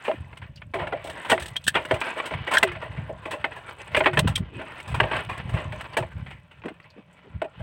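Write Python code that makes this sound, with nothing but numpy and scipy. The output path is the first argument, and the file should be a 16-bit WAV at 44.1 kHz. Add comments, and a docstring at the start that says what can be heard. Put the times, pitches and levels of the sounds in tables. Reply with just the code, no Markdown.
"""Sorting a catch on a small boat

Metal tongs sort shells, crabs and fish in a cut-open plastic tub on the floor of a boat.
Each knock is a short rattle of tiny hits that rings the tub; the heaviest make the air in it boom.
In between, the catch scrapes over the plastic, small shells click and the steel tongs snap shut.
Wind hits the microphone in low thumps, water washes faintly along the hull, and dull bumps sound."""
import sys
import numpy as np
from scipy import signal
from scipy.fft import rfft, irfft, next_fast_len
from scipy.io import wavfile
from scipy.ndimage import uniform_filter1d

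SR = 44100
rng = np.random.default_rng(int(sys.argv[2]) if len(sys.argv) > 2 else 0)


def unload_audio(sound):
    """Save the sound as a 16-bit wav file, at the path given as the first command line argument."""
    columns = np.transpose(np.atleast_2d(sound))
    # keep every value between -1 and 1, then stretch to whole-number steps
    steps = np.round(np.clip(columns, -1, 1) * 32767)
    wavfile.write(sys.argv[1], SR, steps.astype(np.int16))


N = 336042


def gain(db):
    """Turn decibels into a number to multiply by."""
    return 10 ** (np.asarray(db) / 20)


def unit_level(x):
    """Scale a sound to an average (rms) level of 1."""
    return x / np.sqrt(np.mean(x ** 2))


def set_peak(x, db):
    """Scale a sound so that its peak is at db."""
    return x * gain(db) / np.max(np.abs(x))


def curves(table):
    """Join the rows of a time table with straight lines, one curve per column."""
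    times, *columns = np.transpose(table)
    return [np.interp(np.arange(N) / SR, times, column) for column in columns]


def keep_band(x, kind, hz, order=4):
    """Keep the "low", "high" or middle "band" pitches; a higher order cuts more sharply."""
    return signal.sosfilt(signal.butter(order, hz, kind, fs=SR, output="sos"), x)


def colour(x, spectrum):
    """Turn pitches up or down by rows of (pitch_hz, level_db)."""
    hz, db = np.transpose(spectrum)
    size = next_fast_len(len(x))
    bin_hz = np.maximum(np.arange(size // 2 + 1) * SR / size, 1)
    bin_db = np.interp(np.log(bin_hz), np.log(hz), db, left=-90, right=-90)
    return irfft(rfft(x, size) * gain(bin_db), size)[:len(x)]


def wander(per_s):
    """A smooth random curve that heads for a new value per_s times a second."""
    hold = int(SR / per_s)
    steps = np.repeat(rng.standard_normal(N // hold + 1), hold)
    return unit_level(uniform_filter1d(uniform_filter1d(steps, hold), hold)[:N])


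def tiny_hits(size, per_s, spread_db):
    """Tiny pushes and pulls of uneven strength at random moments."""
    when, side, strength = rng.random((3, size))
    return (when < per_s / SR) * np.sign(side - .5) * gain(-spread_db * np.log(1 - .995 * strength))


def ring(tones, detune, extra_db, t):
    """The tones of a struck object; each falls by 60 dB in its ring_s."""
    hz, db, ring_s = np.transpose(tones)[:, :, None]
    phase = 2 * np.pi * hz * (1 + detune[:, None]) * t
    fade = np.exp(-np.log(1000) * t / np.maximum(ring_s, .01))
    return np.sum(gain(db + extra_db[:, None]) * fade * np.sin(phase), axis=0)


# Tones of the tub's floor, before the catch muffles them: pitch_hz, level_db, ring_s
FLOOR_TONES = [(623.4, 1, 0.27), (641.4, 6, 0.17), (789, 1.5, 0.093)]


def tub_floor(t):
    """The floor rings when hit at one spot; the load shifts and muffles its tones."""
    detune, scatter = rng.standard_normal((2, len(FLOOR_TONES)))
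    return np.exp(-t / .013) * ring(FLOOR_TONES, 0.032 * detune, 3.1 * scatter, t)


# Tones of the tub's walls, before the catch muffles them: pitch_hz, level_db, ring_s
WALL_TONES = [(879, -4.5, 0.29), (1030, 9, 0.7), (1170, 4, 0.16), (1400, 6, 0.19), (1600, 6.5, 0.087),
              (1800, 7, 0.21), (2000, 10, 0.067), (2277, 6.5, 0.084), (2545, 10, 0.045), (2900, 6.5, 0.041)]
# Bright crackle of hard edges, as coloured by the microphone: pitch_hz, level_db
CRACK_COLOUR = [(2500, 4), (3500, 4.5), (4500, -5.5), (5600, -10), (7300, -10), (8000, 0.5), (9100, -4),
                (9800, -12), (12100, -18), (15000, -19), (15800, -10), (16200, -31)]
# How hard the catch is dragged: time_s, level_db, grit_db (added to level_db)
DRAGGING = [(0.0, -53.5, -7), (0.15, -59, -8), (0.74, -72.5, -7), (0.91, -56.5, -14), (1.29, -44.5, -5),
            (1.66, -65.5, 0), (1.93, -46, -9), (2.63, -46, -20), (2.97, -58, -8.5), (4.05, -50.5, -7.5),
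            (4.18, -53.5, -4.5), (4.37, -53.5, -35), (4.58, -59.5, -7), (5.14, -44.5, -10.5),
            (5.3, -53.5, -12.5), (5.82, -48, -9.5), (6.47, -68.5, -10.5), (7.62, -62, -16)]


def scrape():
    """Shells slip over the plastic in uneven spurts; their wet weight deadens the tub."""
    level_db, grit_db = curves(DRAGGING)
    t = np.arange(SR // 20) / SR
    # hard dragging jerks, light stirring is more even
    spurts = gain(np.clip(.2 * (level_db + 70), 2, 4) * wander(45))
    slips = unit_level(tiny_hits(N, per_s=2500, spread_db=2) * spurts) * gain(level_db)
    push = keep_band(slips, "low", 3800)
    muffle = np.exp(-t / 0.0027)
    boom = unit_level(muffle * tub_floor(t)) / np.sqrt(len(t))
    tub = signal.oaconvolve(push, gain(-11) * boom)[:N]
    # the drag moves around, so now one wall tone sings out, now another
    for tone in WALL_TONES:
        wall = muffle * ring([tone], np.zeros(1), np.full(1, -26.), t)
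        tub += signal.oaconvolve(push * gain(4.16 * wander(14)), wall)[:N]
    # claws and legs tick, each size at its own pitch
    ticks = np.zeros(N)
    tick_shape = np.minimum(t / 0.00054, 1) * np.exp(-t / 0.0025)
    for hz in np.geomspace(3000, 14000, num=10):
        claw = keep_band(rng.standard_normal(len(t)), "band", (hz / 1.04, hz * 1.04), order=1)
        ticks += signal.oaconvolve(tiny_hits(N, per_s=50, spread_db=3.6), claw * tick_shape)[:N]
    wet_hiss = gain(-8) * rng.standard_normal(N)
    grit = colour(unit_level(ticks) + wet_hiss, CRACK_COLOUR) * spurts
    return keep_band(tub, "high", 260, order=2) + unit_level(grit) * gain(level_db + grit_db)


# Wind pressure on the microphone between strong swirls: time_s, level_db
WIND_PRESSURE = [(0.0, -53.5), (0.95, -45), (1.04, -50.5), (2.4, -58), (2.55, -43.5), (3.71, -49),
                 (4.29, -36), (4.63, -52.5), (5.5, -56), (5.82, -45), (6.18, -43), (6.32, -51),
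                 (7.17, -60.5), (7.62, -59)]
# The deep sound of swirling air: pitch_hz, level_db
RUMBLE_COLOUR = [(15, -14), (25, -11.5), (71, 1), (134, 0), (168, -4), (211, -12.5), (394, -31),
                 (470, -71.5), (500, -31), (650, -45.5), (1100, -120)]
# Single low thumps, mostly wind; one is the thud of a knock: middle_s, level_db, pitch_hz
LOW_THUMPS = [(0.206, -26.5, 93), (0.426, -34.5, 88), (0.819, -28, 129), (1.328, -28.5, 217),
              (1.429, -28.5, 79), (1.521, -33, 118), (1.68, -30.5, 182), (1.767, -29, 156),
              (1.937, -24.5, 131), (2.355, -24.5, 129), (2.407, -26.5, 121), (2.9, -30.5, 99),
              (2.99, -23.5, 131), (3.031, -29, 111), (3.934, -32, 105), (3.977, -28.5, 148),
              (4.135, -26.5, 118), (4.17, -22, 131), (4.194, -16, 134), (4.224, -22.5, 133),
              (4.259, -14, 180), (4.299, -17, 135), (4.407, -18, 149), (4.569, -29.5, 102),
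              (4.906, -23.5, 123), (4.94, -19.5, 102), (4.98, -26, 122), (5.034, -16, 111),
              (5.163, -24, 131), (5.279, -27, 86.5), (5.318, -31.5, 95), (5.4, -27.5, 125),
              (5.456, -27, 129), (5.486, -29, 128), (5.544, -16, 114), (5.674, -21.5, 94),
              (5.711, -27, 141), (6.019, -22.5, 99), (6.169, -25.5, 98), (6.227, -29, 110),
              (7.354, -26.5, 88), (7.61, -27.5, 100)]


def wind():
    """Swirling air rumbles on the microphone; the rumble swells around each low thump."""
    rumble = colour(tiny_hits(N, per_s=200, spread_db=3), RUMBLE_COLOUR)
    power = uniform_filter1d(uniform_filter1d(rumble ** 2, size=2000), size=2000)
    even_rumble = rumble / np.sqrt(power + 1e-18)
    lead = SR // 5
    t = np.arange(-lead, lead) / SR
    thumps, stirred_power = np.zeros((2, N + len(t)))
    rise_s, fade_s = 0.027, 0.032
    stir = np.exp(np.where(t < 0, t / rise_s, -t / fade_s))
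    for middle_s, db, hz in LOW_THUMPS:
        shape = np.exp(-(t * hz / 0.73) ** 2)  # about one and a half waves long
        i = int(middle_s * SR)
        thumps[i:i + len(t)] += gain(db) * shape * np.cos(2 * np.pi * (hz * t + rng.random()))
        stirred_power[i:i + len(t)] += (gain(db - 7.5) * stir) ** 2
    heard = slice(lead, lead + N)
    breeze = gain(curves(WIND_PRESSURE)[0] + 3 * wander(14))
    pressure = np.sqrt(breeze ** 2 + stirred_power[heard])
    return keep_band(thumps[heard] + even_rumble * pressure, "high", 52)


# Faint wash of water, with the microphone's steady high hiss: pitch_hz, level_db
WASH_AND_HISS = [(35, 0), (60, -0.5), (160, 23), (458, -0.5), (607, 20), (698, -7), (1310, -15.5),
                 (1950, -13.5), (2900, -9), (5720, -19.5), (8510, -24), (10000, -30.5), (16000, -23)]


def water_and_hiss():
    """Water washes faintly and the microphone hisses; low and high parts swell separately."""
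    wash = np.zeros(N)
    for centre_hz in 90 * 2. ** np.arange(8):
        band = [(hz, db - 12 * np.log2(hz / centre_hz) ** 2) for hz, db in WASH_AND_HISS]
        wash += colour(rng.standard_normal(N), band) * gain(2.5 * wander(9))
    return unit_level(wash) * gain(-63)


def tub_walls(wall_hz, t):
    """The walls ring at one spot; the wet load muffles them and pulls the nearest tone to wall_hz."""
    hz = np.array(WALL_TONES)[:, 0]
    drift, scatter = rng.standard_normal((2, len(hz)))
    gap = np.log(hz / wall_hz)
    nearest = np.abs(gap) == np.abs(gap).min()
    detune = np.where(nearest, wall_hz / hz - 1, 0.058 * drift)
    # tones near wall_hz are strong; a small hard hit barely rings those far below
    extra_db = 2.5 * scatter + 4 * np.exp(-(gap / 0.36) ** 2) + 6 * np.minimum(gap, 0)
    return np.exp(-t / .0038) * ring(WALL_TONES, detune, extra_db, t)


def skid(hits, make_ring, spots=3, stay_s=.007):
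    """The hits skid between a few spots, and each spot rings in its own way."""
    stay = int(stay_s * SR)
    spot = np.repeat(rng.integers(0, spots, len(hits) // stay + 1), stay)[:len(hits)]
    return sum(signal.fftconvolve(hits * (spot == k), make_ring())[:len(hits)] for k in range(spots))


# Knocks on the tub: start_s, wall_db, floor_db, wall_hz, crack_db, fade_s
TUB_KNOCKS = [(0.045, -23, -53, 2380, -39, 0.042), (0.08, -18, -13, 790, -54, 0.0062),
              (0.114, -15.5, -24, 830, -61, 0.0023), (0.329, -32, -40.5, 1800, -61, 0.0065),
              (0.371, -33, -62, 2900, -40, 0.0086), (0.417, -31.5, -54, 2000, -58, 0.023),
              (0.618, -30, -63, 2620, -70, 0.0079), (0.737, -17, -22, 1054, -36, 0.023),
              (0.788, -21.5, -26.5, 1020, -47, 0.034), (0.815, -26.5, -25.5, 1400, -50, 0.032),
              (0.87, -20.5, -50, 880, -43, 0.0095), (0.923, -21, -18, 1400, -47, 0.014),
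              (1.039, -39, -27, 2210, -35, 0.026), (1.07, -36, -32, 3550, -37, 0.014),
              (1.096, -24, -48, 2240, -30.5, 0.013), (1.179, -40, -43, 2240, -58, 0.0092),
              (1.248, -23, -36, 1010, -40, 0.017), (1.297, -9, -23, 3250, -13.5, 0.015),
              (1.315, -5, -9, 963, -18, 0.011), (1.378, -14.5, -30, 2000, -54, 0.0054),
              (1.396, -25.5, -47, 1770, -29.5, 0.013), (1.42, -27.5, -36, 1730, -28.5, 0.011),
              (1.457, -30.5, -39.5, 1690, -27.5, 0.0082), (1.48, -35, -43, 2000, -32, 0.0046),
              (1.558, -20.5, -42, 2470, -47, 0.0048), (1.743, -16.5, -41, 2120, -34, 0.015),
              (1.752, -9, -18.5, 965, -32.5, 0.017), (1.85, -20, -34, 1680, -34.5, 0.0069),
              (1.91, -9.5, -11.5, 1930, -30, 0.0076), (1.94, -23, -24, 2800, -30.5, 0.012),
              (2.002, -58, -57, 3000, -28, 0.0097), (2.014, -11, -28, 2000, -34, 0.0056),
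              (2.065, -26, -35, 1010, -40.5, 0.017), (2.153, -29, -26, 1880, -47, 0.045),
              (2.174, -24, -38, 970, -40, 0.021), (2.2, -12, -61, 870, -50, 0.0041),
              (2.256, -25, -48, 3020, -30, 0.015), (2.309, -19.5, -26, 1040, -49, 0.0046),
              (2.338, -13.5, -66, 1000, -38, 0.0038), (2.47, -17, -26, 1640, -41.5, 0.02),
              (2.509, -14.5, -24, 1170, -25, 0.046), (2.535, -12, -21, 1480, -17.5, 0.016),
              (2.628, -1.5, -11.5, 2030, -14, 0.0067), (2.716, -25.5, -42, 1410, -41, 0.016),
              (2.752, -27, -32, 2000, -62, 0.0077), (2.815, -23, -27, 1170, -46, 0.029),
              (2.96, -31.5, -38, 2000, -59, 0.063), (3.093, -38, -22, 1030, -65, 0.011),
              (3.254, -21, -26.5, 1120, -44, 0.019), (3.308, -22, -33.5, 1875, -27.5, 0.019),
              (3.329, -21.5, -27, 1040, -48, 0.019), (3.442, -8.5, -25, 1800, -37.5, 0.0094),
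              (3.515, -28.5, -57, 1800, -55, 0.023), (3.558, -29.5, -37.5, 850, -44, 0.035),
              (3.947, -4.5, -56, 2100, -33, 0.0075), (3.964, -10.5, -13.5, 2134, -25, 0.013),
              (3.989, -30, -40, 3000, -29, 0.0097), (4.005, -7.5, -13.5, 1070, -47, 0.0076),
              (4.037, -15.5, -41, 2190, -37, 0.017), (4.059, -2, -11.5, 1930, -31.5, 0.011),
              (4.132, -17.5, -32.5, 1530, -35.5, 0.013), (4.172, -5, -14.5, 2530, -27, 0.0075),
              (4.19, -7, -21.5, 2000, -10.5, 0.0054), (4.273, -14, -27, 850, -21.5, 0.014),
              (4.375, -25.5, -43, 1250, -27, 0.0084), (4.59, -28, -31.5, 2000, -51, 0.022),
              (4.614, -22.5, -33.5, 1080, -47, 0.0087), (4.651, -31, -39, 1030, -54, 0.13),
              (4.8, -25, -60, 2260, -36, 0.0061), (4.874, -31, -52, 1010, -34, 0.032),
              (4.943, -16.5, -42, 1030, -30, 0.017), (5.001, -2, -18.5, 1600, -31.5, 0.0059),
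              (5.031, -15.5, -19, 970, -47.5, 0.014), (5.113, -13, -22.5, 2380, -38, 0.01),
              (5.131, -13, -31, 1090, -51, 0.0086), (5.163, -20.5, -29, 2900, -37, 0.012),
              (5.191, -21, -32, 2000, -55, 0.015), (5.247, -45, -54, 2900, -35, 0.0023),
              (5.29, -19.5, -62, 795, -39, 0.039), (5.376, -30, -40, 1020, -34, 0.005),
              (5.49, -30, -39, 1050, -42, 0.02), (5.534, -27.5, -29, 860, -41, 0.035),
              (5.566, -24.5, -29.5, 1800, -46, 0.035), (5.721, -25, -31.5, 2260, -40, 0.016),
              (5.808, -24, -61, 1740, -36.5, 0.0075), (5.934, -30, -41, 2900, -61, 0.013),
              (5.968, -9.5, -14, 910, -21.5, 0.013), (6.025, -24.5, -27.5, 1060, -51, 0.0072),
              (6.262, -30, -66, 2020, -51, 0.021), (6.306, -31, -64, 2820, -50, 0.023),
              (6.511, -40, -64, 2810, -56, 0.017), (6.619, -35, -51, 2500, -67, 0.0039),
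              (6.637, -30, -38, 1075, -65, 0.0093), (6.656, -25, -46, 1430, -45, 0.0065),
              (6.683, -22.5, -37, 1600, -47, 0.0082), (6.8, -35, -72, 2000, -54, 0.0041),
              (7.417, -16.5, -15.5, 1950, -38.5, 0.0065), (7.442, -32, -24, 2760, -53, 0.0096),
              (7.594, -48, -36, 810, -52, 0.021)]


def knocks():
    """A first blow and a short rattle ring the tub's walls and floor; shell edges add a crack."""
    t = np.arange(SR // 7) / SR
    out = np.zeros(N + len(t))
    for start_s, wall_db, floor_db, wall_hz, crack_db, fade_s in TUB_KNOCKS:
        slips = tiny_hits(len(t), per_s=6000, spread_db=2)
        # long rattles are scratches: they swell in and have a weak first blow
        rise_s = 0.0033 + 0.18 * max(fade_s - 0.018, 0)
        fade = np.exp(-(t / fade_s) ** 0.98) + gain(-34.5) * np.exp(-t / 0.016)
        shape = np.minimum(t / rise_s, 1) * fade
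        rattle = slips * shape
        rattle[int(.0006 * SR)] += 2.96 * np.exp(-(fade_s / 0.052) ** 2)
        # the plastic gives way, pushing too slowly for high pitches
        walls = skid(keep_band(rattle, "low", 3570), lambda: tub_walls(wall_hz, t[:len(t) // 4]))
        # the heavy floor shakes for longer than the walls, so the knock ends lower
        late_shake = 0.74 * slips * np.minimum(t / 0.0091, 1) * np.exp(-t / (2 * fade_s))
        floor = skid(keep_band(rattle + late_shake, "low", 797), lambda: tub_floor(t))
        edges = colour(tiny_hits(len(t), per_s=9000, spread_db=2.37), CRACK_COLOUR)
        crack = edges * shape * np.minimum(t / 0.0037, 1)
        i = int(start_s * SR)
        for part, db in (floor, floor_db), (walls, wall_db), (crack, crack_db):
            out[i:i + len(t)] += set_peak(part, db)
    return keep_band(out[:N], "high", 270)  # the knocks carry no deep bass


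# Soft, dull low bumps, on the hull or the hollow upper part of wind thumps: start_s, peak_db, length_s
DULL_BUMPS = [(0.123, -30, 0.028), (4.238, -22, 0.021), (4.405, -36.5, 0.035), (4.476, -32.5, 0.23),
              (5.447, -45, 0.058), (6.643, -23, 0.044), (6.693, -34.5, 0.041), (6.955, -38, 0.06),
              (7.231, -42.5, 0.063)]


def dull_bumps():
    """Each bump is a short, hollow swell of low noise."""
    t = np.arange(SR // 5) / SR
    out = np.zeros(N + len(t))
    for start_s, peak_db, length_s in DULL_BUMPS:
        swell = np.sin(np.pi * np.minimum(t / length_s, 1))
        bump = keep_band(rng.standard_normal(len(t)) * swell, "band", (185, 420), order=2)
        i = int(start_s * SR)
        out[i:i + len(t)] += set_peak(bump, peak_db)
    return out[:N]


# Clicks of single small shells: start_s, peak_db, pitch_hz
SHELL_CLICKS = [(0.244, -43, 2000), (0.559, -39.5, 4660), (.572, -43, 2900), (4.828, -43, 8300),
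                (5.778, -54, 6200), (5.931, -41, 4500), (6.828, -56, 4450), (6.841, -43.5, 2000),
                (6.901, -45, 4400), (7.128, -56, 8000)]


def shell_clicks(ring_waves=24):
    """A few tiny hits make a small shell ring briefly at its own pitch."""
    t = np.arange(SR // 20) / SR
    out = np.zeros(N + len(t))
    for start_s, peak_db, hz in SHELL_CLICKS:
        touch = tiny_hits(len(t), per_s=3000, spread_db=2.3) * np.exp(-t / 0.0095)
        shell = np.exp(-np.log(1000) * t * hz / ring_waves) * np.sin(2 * np.pi * hz * t)
        i = int(start_s * SR)
        out[i:i + len(t)] += set_peak(signal.fftconvolve(touch, shell)[:len(t)], peak_db)
    return out[:N]


# Booms of the air in the tub: start_s, peak_db
AIR_BOOMS = [(0.747, -27.5), (1.325, -24.5), (1.92, -34), (2.635, -21.5), (3.969, -27.5), (4.01, -32.5),
             (4.067, -22.5), (5.009, -27.5), (5.975, -30.5)]


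def air_booms(end_hz=350.3, rise_s=0.0082, ring_s=0.23):
    """After a heavy blow the air in the tub rings low, sinking in pitch as it dies away."""
    t = np.arange(SR // 5) / SR
    out = np.zeros(N + len(t))
    swell = np.minimum(t / rise_s, 1) ** 2 * np.exp(-np.log(1000) * t / ring_s)
    bent_time = t + 0.0053 * (1 - np.exp(-t / 0.021))  # runs fast at first, raising the pitch
    for start_s, peak_db in AIR_BOOMS:
        detune, phase = rng.random(2)
        hz = end_hz * (1 + 0.017 * (detune - .5))
        boom = swell * np.sin(2 * np.pi * (hz * bent_time + phase))
        i = int(start_s * SR)
        out[i:i + len(t)] += set_peak(boom, peak_db)
    return out[:N]


# Low tones of the steel arms, which the grip shifts: pitch_hz, level_db, ring_s
LOW_ARM_TONES = [(1600, 4, 0.023), (1680, -3, 0.026)]
# High tones of the steel arms: pitch_hz, level_db, ring_s
HIGH_ARM_TONES = [(2380, -13, 0.046), (3250, 6, 0.024), (4020, -19.5, 0.02), (5480, -15.5, 0.012)]
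# The tongs snap shut: start_s, low_db, low_hz, high_db, crack_db, rise_s, fade_s
TONG_SNAPS = [(1.561, -41, 1800, -14, -26, 0.0045, 0.006), (1.637, -52.5, 1800, -45, -30.5, .005, 0.0086),
              (1.664, -21.5, 1650, -32, -20, 0.0034, 0.0081),
              (1.671, -7.5, 1660, -29, -7.5, 0.0098, 0.0072), (2.537, -11.5, 1570, -37, -38, 0.017, 0.0061),
              (2.564, -2.5, 1590, -18, -26, 0.0079, 0.0038), (2.582, -19, 1600, -40, -10.5, 0.0013, 0.0033),
              (4.188, -22.5, 1900, -16, -18.5, 0.0056, 0.0015),
              (4.351, -51, 1900, -14, -14, 0.0093, 0.0042)]


def tongs():
    """The steel arms grind shut, then ring briefly as the hand muffles them."""
    t = np.arange(SR // 8) / SR
    out = np.zeros(N + len(t))
    for start_s, low_db, low_hz, high_db, crack_db, rise_s, fade_s in TONG_SNAPS:
        fade = np.exp(-np.maximum(t - rise_s, 0) / fade_s) + gain(-30) * np.exp(-t / 0.012)
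        shape = np.minimum(t / rise_s, 1) ** 2.5 * fade
        grind = tiny_hits(len(t), per_s=8800, spread_db=0.51) * shape
        shut = int(rise_s * SR)
        grind[shut] += 3  # the arms meet
        push = keep_band(grind, "band", (1450, 6000))
        i = int(start_s * SR)
        # a hard closing also sends a short dull knock through the hand
        out[i + shut:i + shut + 40] += gain(min(low_db, crack_db) - 10) * np.hanning(40)
        edges = colour(tiny_hits(len(t), per_s=8300, spread_db=1.9), CRACK_COLOUR)
        out[i:i + len(t)] += set_peak(edges * shape, crack_db)
        grip_shift = low_hz / LOW_ARM_TONES[0][0] - 1
        for tones, db, shift in (LOW_ARM_TONES, low_db, grip_shift), (HIGH_ARM_TONES, high_db, 0):
            detune = shift + 0.013 * rng.standard_normal(len(tones))
            arms = ring(tones, detune, np.zeros(len(tones)), t)
            out[i:i + len(t)] += set_peak(signal.fftconvolve(push, arms)[:len(t)], db)
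    return out[:N]


def scene():
    """Add all the sounds into one channel."""
    sorting = knocks() + air_booms() + tongs() + shell_clicks() + scrape()
    return (sorting + wind() + water_and_hiss() + dull_bumps())[None, :]


def record(dry):
    """Cut off the very highest pitches, above 15900 Hz."""
    return signal.sosfilt(signal.ellip(8, .2, 70, 15900, fs=SR, output="sos"), dry)


dry = scene()
out = record(dry)
unload_audio(out)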